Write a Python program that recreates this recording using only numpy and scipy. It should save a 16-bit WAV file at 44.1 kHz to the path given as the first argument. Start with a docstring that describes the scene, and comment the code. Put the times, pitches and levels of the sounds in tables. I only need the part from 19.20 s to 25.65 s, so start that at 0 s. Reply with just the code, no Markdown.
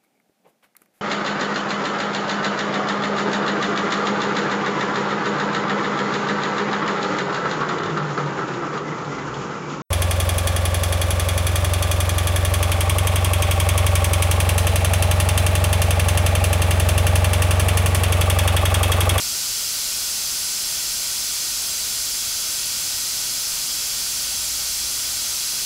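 """From the start, a misting nozzle on a pole hisses steadily in an open animal enclosure, in mono.
Its jet tears into a fine spray, a bright noise coloured by fixed resonances and hollows.
Far below the hiss lie a faint outdoor rumble and the low idle of a distant engine.
About five seconds in, the engine swells briefly, then sinks away while the hiss carries on."""
import sys
import numpy as np
from scipy import signal
from scipy.fft import rfft, irfft, next_fast_len
from scipy.io import wavfile
from scipy.ndimage import uniform_filter1d

SR = 44100
rng = np.random.default_rng(int(sys.argv[2]) if len(sys.argv) > 2 else 0)


def waveform_to_disk(signal):
    """Save audio, clipped to [-1, 1], as 16-bit WAV at the path in sys.argv[1]."""
    frames = np.transpose(np.atleast_2d(signal))
    scaled = np.clip(frames, -1, 1) * 32767
    samples = np.round(scaled).astype(np.int16)
    wavfile.write(sys.argv[1], SR, samples)


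N = 284445


def gain_of(db):
    """Decibels to amplitude."""
    return 10 ** (np.asarray(db) / 20)


def unit_rms(x):
    """Scales a signal to rms 1."""
    return x / np.sqrt(np.mean(x ** 2) + 1e-20)


def curve_at(points, hz):
    """Reads a curve of (Hz, value) points joined on a log-frequency axis."""
    point_hz, value = np.transpose(points)
    return np.interp(np.log(hz + 1), np.log(point_hz + 1), value)


def noise(colour_db):
    """Noise of rms 1 whose spectrum follows the function colour_db(Hz)."""
    size = next_fast_len(N)
    hz = np.fft.rfftfreq(size, 1 / SR)
    spectrum = rfft(rng.standard_normal(size)) * gain_of(colour_db(hz))
    return unit_rms(irfft(spectrum, size)[:N])


def wander(rate_hz):
    """Smooth random drift of rms 1, moving up to about rate_hz times a second."""
    return noise(lambda hz: -10 * np.log10(1 + (hz / rate_hz) ** 4))


# The tone of the outdoor bed. 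Each row: frequency in Hz, relative level in dB.
RUMBLE_SPECTRUM = [(10, -28), (22, -5), (42, -1), (60, -1.5), (80, -7), (105, -4.5), (190, -11),
                   (280, -11.5), (450, -22), (900, -50)]

def outdoor_rumble(level_db=-49):
    """An even, low bed of noise from the open air and far surroundings."""
    return gain_of(level_db) * noise(lambda hz: curve_at(RUMBLE_SPECTRUM, hz))


def distant_engine(note_hz=63, waver=.012, waver_hz=3, throb_db=1.0, idle_db=-62.5, swell_db=-48):
    """Only the wavering firing note of an engine carries this far; it swells once above its idle."""
    start_s, attack_s, hold_s, release_db_per_s = 4.9, .2, .35, 13
    since_s = np.arange(N) / SR - start_s
    attack = np.clip(since_s / attack_s, 0, 1)
    release_db = release_db_per_s * np.maximum(since_s - attack_s - hold_s, 0)
    envelope = np.hypot(gain_of(idle_db), attack * gain_of(swell_db - release_db))
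    pitch_hz = note_hz * (1 + waver * wander(waver_hz))
    note = unit_rms(np.sin(2 * np.pi * np.cumsum(pitch_hz) / SR))
    throb = gain_of(throb_db * wander(waver_hz))
    return envelope * throb * note


def near_reflections(sound, echo_db=-17, first_s=.004, last_s=.012, count=16):
    """Faint reflections from things close by comb the sound with a fine, fixed ripple."""
    spread, polarity = rng.random((count, 2)).T
    delay_s = first_s + spread * (last_s - first_s)
    taps = np.zeros(SR // 20)
    taps[(SR * delay_s).astype(int)] = np.sign(polarity - .5)
    echoes = signal.oaconvolve(sound, taps / np.linalg.norm(taps))[:N]
    return unit_rms(sound + gain_of(echo_db) * echoes)


# The broad, bright tone of the water jet. Each row: frequency in Hz, relative level in dB.
JET_SPECTRUM = [(200, -19.0), (480, -17.8), (650, -14.0), (1100, -15.0), (1300, -11.0), (2000, -11.0),
                (3000, -7.0), (3800, -6.5), (4700, 0.0), (6200, -1.1), (7600, -2.4), (8200, -5.0),
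                (12200, -10.3), (15700, -11.8)]
# Resonances and cancellations of the nozzle and the surfaces near it.
# Each row: centre in Hz, width in Hz, boost or cut in dB.
NOZZLE_RESONANCES = [(750, 45, -3.5), (1510, 135, 2.8), (1690, 190, -6.0), (2050, 90, -3.9),
                     (3350, 110, 5.7), (3960, 95, 3.4), (4160, 130, 3.7), (4710, 115, 2.2),
                     (5190, 110, 4.8), (5270, 105, -5.6), (5440, 110, 2.9), (5940, 60, -2.7),
                     (6220, 225, 3.6), (6560, 105, -3.7), (6780, 80, -3.7), (6880, 75, 3.2),
                     (7150, 85, -6.6), (7630, 190, 5.0), (7920, 100, -6.2), (8160, 65, 4.3),
                     (9240, 235, 3.9), (9800, 75, -4.5), (10350, 180, 10.7), (10530, 80, -3.7),
                     (11040, 240, 7.7), (12240, 520, 4.0), (12670, 75, 3.0), (13350, 85, 3.1),
                     (13950, 520, 3.5), (14770, 140, -3.5)]

def jet_hiss():
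    """The jet tears into broadband noise, with a bell-shaped peak or hollow for each resonance."""
    def colour_db(hz):
        bells_db = sum(db * .5 ** ((2 * (hz - centre) / width) ** 2)
                       for centre, width, db in NOZZLE_RESONANCES)
        return curve_at(JET_SPECTRUM, hz) + bells_db
    return noise(colour_db)


def misting_nozzle(level_db=-24, flutter_db=0.7, flutter_hz=25, fizz_hz=9500):
    """Constant water pressure holds the body of the hiss still; the finest mist flutters a little."""
    hiss = near_reflections(jet_hiss())
    highpass = signal.butter(4, fizz_hz, btype="high", fs=SR, output="sos")
    fizz = signal.sosfilt(highpass, hiss)
    body = hiss - fizz
    flutter = gain_of(flutter_db * wander(flutter_hz))
    return gain_of(level_db) * (body + fizz * flutter)


def scene():
    """The hiss up front, rumble and engine far beneath it, the same in both channels."""
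    mix = misting_nozzle() + outdoor_rumble() + distant_engine()
    return np.array([mix, mix])


def record(dry, levelling=.6, window_s=.01, cutoff_hz=15740):
    """A quick gain control partly irons out swells and dips; a steep low-pass trims the top."""
    power = uniform_filter1d((dry ** 2).mean(0), int(window_s * SR))
    swell_db = 10 * np.log10(power / power.mean())
    levelled = dry * gain_of(-levelling * swell_db)
    lowpass = signal.firwin(1023, cutoff_hz, window=("kaiser", 9), fs=SR)
    return signal.oaconvolve(levelled, lowpass[None], "same")


dry = scene()
out = record(dry)
waveform_to_disk(out)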